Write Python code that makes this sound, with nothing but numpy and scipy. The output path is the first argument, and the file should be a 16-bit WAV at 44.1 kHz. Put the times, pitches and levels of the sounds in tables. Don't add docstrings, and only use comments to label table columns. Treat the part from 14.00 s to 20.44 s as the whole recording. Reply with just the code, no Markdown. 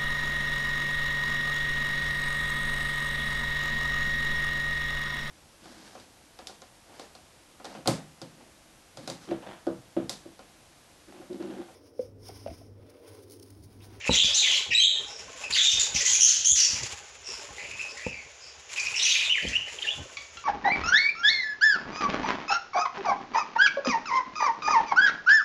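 import sys
import numpy as np
from scipy import signal
from scipy.fft import rfft, irfft
from scipy.io import wavfile
from scipy.ndimage import uniform_filter1d

SR = 44100
rng = np.random.default_rng(int(sys.argv[2]) if len(sys.argv) > 2 else 0)


def generate_wav(signal):
    frames = np.transpose(np.atleast_2d(signal))
    scaled = np.clip(frames, -1, 1) * 32767
    pcm = np.round(scaled).astype(np.int16)
    wavfile.write(sys.argv[1], SR, pcm)


N = 284004
TIME = np.arange(N) / SR


def from_db(db):
    return 10 ** (np.asarray(db) / 20)


def rms_one(x):
    return x / np.sqrt(np.mean(x ** 2) + 1e-20)


def add(track, start_s, sound):
    at = max(round(start_s * SR), 0)
    track[at:at + len(sound)] += sound[:max(N - at, 0)]


def noise(size):
    return rng.standard_normal(size)


def low_pass(x, hz):
    return signal.sosfilt(signal.butter(2, min(hz, .45 * SR), fs=SR, output="sos"), x)


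def coloured(x, spectrum):
    hz, db = np.transpose(spectrum)
    bins = np.maximum(np.fft.rfftfreq(len(x), 1 / SR), 1)
    gain = from_db(np.interp(np.log(bins), np.log(hz), db))
    return irfft(rfft(x) * gain, len(x))


def wander(size, rate_hz):
    steps = noise(size + 2)
    return np.interp(np.arange(size) * rate_hz / SR, np.arange(size + 2), steps)


def resonance(x, hz, width_hz):
    edges = np.clip([hz - width_hz / 2, hz + width_hz / 2], 100, .45 * SR)
    return rms_one(signal.sosfilt(signal.butter(2, edges, "band", fs=SR, output="sos"), x))


def swell(size, attack, release):
    u = np.linspace(0, 1, size)
    return np.sin(np.pi / 2 * np.clip(np.minimum(u / attack, (1 - u) / release), 0, 1))


def movement(rows, rest_db, attack, release):
    gain = np.full(N, from_db(rest_db))
    for start_s, length_s, db in rows:
        add(gain, start_s, from_db(db) * swell(int(length_s * SR), attack, release))
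    return gain


# freq_hz, gain_db
AIR_SPECTRUM = [(25, -16), (70, 9.5), (200, -25), (480, 5.5), (900, 0), (1500, 0), (2500, 2.5),
                (4500, -4.5), (7000, 5), (8500, -48), (14000, -47)]


def air(level_db=-51.5):
    return from_db(level_db) * rms_one(coloured(noise(N), AIR_SPECTRUM))


def grains(rate_hz, size_db=2.0):
    sizes = from_db(size_db * np.minimum(rng.exponential(1, N), 4)) * rng.choice([-1, 1], N)
    return sizes * (rng.random(N) < rate_hz / SR)


# start_s, length_s, husk_level_db, patter_level_db
SHUFFLE_MOVES = [(0.04, 0.69, -38.5, -49.5), (0.88, 0.56, -55.5, -55), (1.347, 0.41, -43.5, -52),
                 (1.725, 0.61, -40.5, -52.5), (2.61, 0.47, -40.5, -54), (3.264, 0.33, -46, -54.5),
                 (3.539, 0.59, -48, -57), (4.685, 1, -41.5, -59.5), (5.645, 0.59, -51.5, -54.5)]
# freq_hz, gain_db
HUSK_SPECTRUM = [(200, -46), (500, -19.5), (1000, 3.5), (1600, 3), (2600, 9), (4200, 1.5), (6000, 2.5),
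                 (7200, 10), (8300, -10.5), (10000, -6.5), (12000, -25), (14000, -22)]


def husks(grains_per_s=2500, clump_db=3.5, clump_rate_hz=45, rest_db=-56):
    start_s, length_s, husk_db, _ = np.transpose(SHUFFLE_MOVES)
    clumped = grains(grains_per_s) * from_db(clump_db * wander(N, clump_rate_hz))
    gain = movement(zip(start_s, length_s, husk_db), rest_db, attack=0.065, release=0.66)
    return rms_one(coloured(clumped, HUSK_SPECTRUM)) * gain


def ring(clicks, hz, t60_s):
    r, w = from_db(-60 / (t60_s * SR)), 2 * np.pi * hz / SR
    return signal.lfilter([0, np.sin(w)], [1, -2 * r * np.cos(w), r * r], clicks + 1e-18)


# freq_hz, level_db
WALL_MODES = [(290, -3.5), (400, 3.5), (455, 3.5), (510, -1), (580, 6.5), (660, 3.5), (820, 7.5), (920, 2),
              (1060, 5.5), (1300, -1), (1520, 3.5), (1800, 2.5)]


def patter(steps_per_s=220, t60_s=0.08, rest_db=-61.5):
    start_s, length_s, _, patter_db = np.transpose(SHUFFLE_MOVES)
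    steps, mode = grains(steps_per_s), rng.integers(0, len(WALL_MODES), N)
    walls = np.zeros(N)
    for k, (hz, db) in enumerate(WALL_MODES):
        walls += from_db(db) * ring(steps * (mode == k), hz, t60_s)
    gain = movement(zip(start_s, length_s, patter_db), rest_db, attack=0.084, release=0.39)
    return rms_one(walls) * gain


# start_s, length_s, level_db
HANDLING_RUMBLES = [(0.66, 0.18, -47), (0.93, 0.25, -63.5), (1.72, 0.87, -53), (2.68, .32, -45.5),
                    (5.42, 0.25, -41), (5.95, 0.13, -47.5)]
# freq_hz, gain_db
RUMBLE_SPECTRUM = [(20, -47), (35, 0), (58, 2), (100, 3.5), (200, -7.5), (350, -10.5), (700, -13.5),
                   (2000, -72)]


def handling(lump_db=7.5, lump_rate_hz=30, rest_db=-63.5):
    lumps = noise(N) * from_db(lump_db * wander(N, lump_rate_hz))
    gain = movement(HANDLING_RUMBLES, rest_db, attack=0.066, release=0.83)
    return rms_one(coloured(lumps, RUMBLE_SPECTRUM)) * gain


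def whistle(length_s, start_hz, end_hz, rough, octave_db, attack,
            flutter_rate_hz=1100, shimmer_db=5.0, third_db=-15, tremble=0.0085):
    size = int((length_s + .004) * SR)
    flutter = rough * wander(size, flutter_rate_hz) + tremble * wander(size, 156.8)
    pitch_hz = np.linspace(start_hz, end_hz, size) * (1 + flutter)
    phase = 2 * np.pi * np.cumsum(pitch_hz) / SR
    overtones = np.sin(2 * phase) + from_db(third_db) * np.sin(3 * phase)
    shimmer = rms_one(from_db(shimmer_db * wander(size, 449)))
    pressure = swell(size, attack, 0.23) * shimmer
    return np.sqrt(2) * pressure * (np.sin(phase) + from_db(octave_db) * overtones)


# start_s, length_s, start_hz, end_hz, level_db, roughness (share of pitch)
SQUEAK_NOTES = [(0.002, .065, 2545, 2630, -36.5, 0.19), (0.069, 0.052, 2410, 2750, -27, 0.12),
                (0.091, 0.071, 4016, 3730, -23, 0.019), (0.163, 0.059, 2980, 3600, -9.5, 0.1),
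                (0.229, 0.053, 4860, 4710, -26, 0.068), (0.364, 0.11, 4095, 3290, -18.5, 0.071),
                (0.424, 0.058, 2560, 1910, -24.5, .063), (0.486, 0.067, 2960, 3125, -22, 0.08),
                (0.704, 0.11, 2638, 2620, -21.5, 0.088), (0.717, 0.017, 1970, 1864, -28.5, 0.013),
                (0.742, 0.068, 3852, 3985, -10, 0.013), (0.794, 0.059, 3114, 3340, -8, 0.026),
                (0.829, 0.035, 3740, 3642, -9, 0.049), (1.43, 0.045, 2544, 2660, -36, 0.049),
                (1.519, 0.054, 4380, 4500, -25, 0.096), (1.554, 0.068, 2355, 1868, -27.5, 0.28),
                (1.578, 0.044, 3584, 3520, -11.5, 0.056), (1.638, 0.067, 3607, 3650, -11.5, 0.021),
                (3.577, 0.099, 2133, 2520, -39, 0.116), (3.709, 0.037, 2500, 2520, -37.5, 0.072),
                (3.781, 0.069, 2516, 2677, -35.5, 0.058), (3.963, 0.06, 1990, 2053, -42, 0.14),
                (4.016, 0.09, 2268, 2790, -39.5, 0.063), (4.106, 0.13, 2423, 2174, -43, 0.051),
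                (4.77, 0.037, 2624, 2330, -28, 0.02), (4.851, 0.032, 2390, 2752, -29.5, 0.04),
                (4.931, 0.058, 2600, 2786, -30.5, 0.069), (4.989, 0.045, 3660, 4040, -25.5, 0.055),
                (5.242, .04, 3680, 3540, -28.5, 0.084)]


def squeaks(octave_db=-13):
    out = np.zeros(N)
    for start_s, length_s, start_hz, end_hz, db, rough in SQUEAK_NOTES:
        note = whistle(length_s, start_hz, end_hz, rough, octave_db, attack=0.21)
        add(out, start_s, from_db(db) * note)
    return out


# start_s, length_s, start_hz, end_hz, level_db
PEEP_NOTES = [(0.33, .045, 2525, 3365, -33.5), (1.052, 0.17, 2780, 2720, -56),
              (2.119, 0.044, 3250, 3300, -26), (2.199, 0.075, 3070, 3267, -15),
              (2.444, 0.089, 3042, 3527, -20), (2.561, 0.098, 3042, 2780, -28),
              (3.232, 0.15, 2740, 2656, -51.5), (3.879, 0.046, 2570, 2500, -55),
              (4.396, 0.12, 2480, 2460, -60), (4.954, .05, 2815, 2760, -41.5),
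              (5.021, 0.0534, 2896, 3010, -32)]


def peeps(octave_db=13, rough=0.0604):
    out = np.zeros(N)
    for start_s, length_s, start_hz, end_hz, db in PEEP_NOTES:
        note = whistle(length_s, start_hz, end_hz, rough, octave_db, attack=0.33, third_db=-14)
        add(out, start_s, from_db(db) * note)
    return out


# start_s, level_db, contact_hz (cut-off; a softer contact is lower)
BOX_KNOCKS = [(0.094, -7.5, 1420), (0.11, -14, 400), (0.244, -18, 162), (0.693, -35.5, 256),
              (1.501, -37.5, 250), (1.734, -38.5, 247), (1.948, -23.5, 198.5), (2.519, -11.5, 85),
              (2.732, -28.5, 190), (3.505, -33, 90), (4.0656, -20.5, 720), (5.451, -21, 326),
              (5.474, -21.5, 200)]
# freq_hz, level_db, t60_s
BOX_MODES = [(67, -30.5, 0.36), (109, -17, 0.085), (199, -13, 0.071), (271, -5.5, 0.036), (390, -16, 0.018),
             (510, 1.5, 0.028), (878, -2.5, 0.026)]


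def knocks(rattle_db=-20, rattle_t60_s=0.19):
    out, t = np.zeros(N), TIME[:SR // 3]
    body = np.zeros(len(t))
    for hz, db, t60_s in BOX_MODES:
        body += from_db(db - 60 * t / t60_s) * np.sin(2 * np.pi * hz * t)
    for start_s, db, contact_hz in BOX_KNOCKS:
        rattle = rms_one(low_pass(noise(len(t)), 470)) * from_db(rattle_db - 60 * t / rattle_t60_s)
        add(out, start_s, from_db(db) * low_pass(body + rattle, contact_hz))
    return out


# start_s, length_s, level_db, throat_hz, beak_db (beak resonance)
BEGGING_RASPS = [(0.121, 0.033, -19, 3250, -5), (0.139, 0.032, -24, 3300, 5.5),
                 (0.232, 0.031, -22, 3300, -1), (0.343, 0.082, -21.5, 3650, 1.5),
                 (0.409, 0.21, -24.5, 3300, -7.5), (0.729, 0.072, -30, 3440, -7),
                 (1.328, 0.043, -54, 2790, -0.5), (1.541, 0.077, -21, 3380, -7),
                 (1.596, 0.16, -24, 3377, 3.5), (1.794, 0.03, -23.5, 3500, 8),
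                 (1.941, 0.09, -29.5, 2950, 7), (2.048, 0.13, -25.5, 3300, 9),
                 (2.195, 0.15, -24, 3400, 11.5), (2.441, 0.074, -37, 3480, 14.5),
                 (2.55, 0.12, -28, 2980, 16), (2.664, 0.038, -38, 2710, 8), (2.746, .14, -43, 2700, 1.5),
                 (4.691, 0.016, -44, 2560, -5), (4.759, 0.033, -35, 2550, -12),
                 (4.848, 0.029, -34.5, 2540, -1), (4.97, 0.11, -30.5, 2760, -14),
                 (5.04, 0.11, -20, 3200, -6), (5.109, 0.082, -21, 2815, -15),
                 (5.205, 0.044, -29, 2800, -25), (5.384, 0.22, -37.5, 2338, -27),
                 (5.66, 0.051, -42.5, 2290, -25), (5.775, 0.11, -39.5, 3325, -22)]
BEAK_HZ, THROAT_HZ, BEAK_FOLLOWS = 6376, 3300, 0.53


def rasps(pulse_hz=310, pulse_db=3.5, chatter_db=4.0, chatter_rate_hz=130,
          throat_width_hz=1650, beak_width_hz=2400, mouth_hz=4550, mouth_width_hz=1500, mouth_db=-10,
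          hiss_db=-7, strand_db=5.5, strand_flutter=0.013):
    out = np.zeros(N)
    for start_s, length_s, db, throat_hz, beak_db in BEGGING_RASPS:
        size = int(length_s * SR)
        beak_hz = BEAK_HZ * (throat_hz / THROAT_HZ) ** BEAK_FOLLOWS
        cycles = np.cumsum(pulse_hz * (1 + 0.4 * wander(size, 307.5))) / SR
        chatter = chatter_db * wander(size, chatter_rate_hz)
        flow = from_db(pulse_db * np.sin(2 * np.pi * cycles) + chatter)
        puffs = noise(size) * flow
        mouth = from_db(mouth_db) * resonance(noise(size) * flow, mouth_hz, mouth_width_hz)
        hiss = from_db(hiss_db) * rms_one(puffs) + mouth
        voice = np.hypot(1, from_db(beak_db)) * hiss
        for hz, width_hz, gain_db in ((throat_hz, throat_width_hz, 0), (beak_hz, beak_width_hz, beak_db)):
            flutter_hz = hz * strand_flutter * wander(size, 963)
            pitch_hz = hz + flutter_hz + 0.3 * width_hz * wander(size, 150)
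            strand = rms_one(np.sin(2 * np.pi * np.cumsum(pitch_hz) / SR) * flow)
            formant = resonance(puffs, hz, width_hz)
            voice = voice + from_db(gain_db) * rms_one(formant + from_db(strand_db) * strand)
        add(out, start_s, from_db(db) * swell(size, 0.2, 0.31) * voice)
    return out


# start_s, level_db
WIRE_TICKS = [(2.832, -26), (3.974, -35.5), (4.797, -25.5), (4.963, -32), (5.485, -30), (6.051, -50),
              (6.219, -44)]


def ticks(tick_hz=6000, width_hz=3000, t60_s=0.062):
    out, t = np.zeros(N), TIME[:SR // 20]
    for start_s, db in WIRE_TICKS:
        tap = resonance(noise(len(t)), tick_hz, width_hz)
        add(out, start_s, from_db(db - 60 * t / t60_s) * tap)
    return out


# start_s, length_s, start_hz, end_hz, level_db
CHIRP_NOTES = [(5.294, 0.045, 2837, 3025, -14.5), (5.339, 0.018, 2563, 2190, -20.5),
               (5.371, 0.016, 2370, 1480, -24.5), (5.464, .015, 3155, 3050, -29.5),
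               (5.53, 0.018, 2814, 2540, -27), (5.552, 0.018, 2840, 2930, -15),
               (5.787, 0.0029, 3220, 2360, -29.5), (5.822, .007, 3020, 3180, -25.5),
               (5.839, 0.017, 2084, 1650, -34), (5.866, 0.036, 2675, 3000, -24),
               (5.903, 0.027, 3300, 3540, -29)]


def chirps(octave_db=-23.5, rough=0.042):
    out = np.zeros(N)
    for start_s, length_s, start_hz, end_hz, db in CHIRP_NOTES:
        note = whistle(length_s, start_hz, end_hz, rough, octave_db, attack=0.13)
        add(out, start_s, from_db(db) * note)
    return out


# start_s, pitch_hz, level_db
CLUCK_NOTES = [(6.17, 1128, -27), (6.371, 1346, -32)]


def clucks(throat_hz=1300, width_hz=3400, t60_s=0.088, rough=0.035, count=5,
           click_db=-1, click_t60_s=0.021, click_hz=3100, click_width_hz=2200):
    out, t, k = np.zeros(N), TIME[:SR // 10], np.arange(1, count + 1)
    for start_s, pitch_hz, db in CLUCK_NOTES:
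        phase = 2 * np.pi * np.cumsum(pitch_hz * (1 + rough * wander(len(t), 900))) / SR
        partial_gain = 1 / (1 + (2 * (k * pitch_hz - throat_hz) / width_hz) ** 2)
        stack = partial_gain @ np.sin(np.outer(k, phase))
        pop = from_db(-60 * t / t60_s) * rms_one(stack)
        click = resonance(noise(len(t)), click_hz, click_width_hz)
        click = from_db(click_db - 60 * t / click_t60_s) * click
        add(out, start_s, from_db(db) * (pop + click))
    return out


def room(x, t60_s=0.41, treble_t60_s=0.3, damping_hz=4500, onset_s=0.0053):
    t, echoes = TIME[:SR], noise(SR)
    dull = coloured(echoes, [(damping_hz / 2, 0), (damping_hz, -3), (2 * damping_hz, -20)])
    tail = dull * from_db(-60 * t / t60_s) + (echoes - dull) * from_db(-60 * t / treble_t60_s)
    tail = tail * np.clip(t / onset_s - .5, 0, 1)
    return signal.fftconvolve(x, tail / np.sqrt(np.sum(tail ** 2)))[:N]


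# freq_hz, gain_db
CARRY_SPECTRUM = [(400, -99), (1100, -15), (1900, -0.5), (3200, -3), (6500, -3), (7600, -4), (8500, -14),
                  (9700, -11.5), (12000, -23.5), (14000, -27)]


def scene(call_room_db=-2, near_room_db=-14, chirp_room_db=-7):
    near = husks() + patter() + handling() + knocks()
    calls = coloured(squeaks() + peeps() + rasps() + ticks() + clucks(), CARRY_SPECTRUM)
    close = coloured(chirps(), CARRY_SPECTRUM)
    sent = from_db(call_room_db) * calls + from_db(chirp_room_db) * close + from_db(near_room_db) * near
    mix = calls + close + near + air() + room(sent)
    return signal.sosfilt(signal.butter(4, 44, "high", fs=SR, output="sos"), mix)[None]


def record(dry, threshold_db=-23, squeeze=0.66, release_db_per_s=140, cutoff_hz=14100):
    power = uniform_filter1d(dry[0] ** 2, size=500)
    level_db = 10 * np.log10(np.maximum(power, 1e-12))
    fall_db = release_db_per_s * TIME
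    held_db = np.maximum.accumulate(level_db + fall_db) - fall_db
    excess_db = uniform_filter1d(np.maximum(held_db - threshold_db, 0), size=200)
    gain = from_db(-squeeze * excess_db)
    return signal.sosfilt(signal.ellip(10, .1, 80, cutoff_hz, fs=SR, output="sos"), dry * gain)


dry = scene()
out = record(dry)
generate_wav(out)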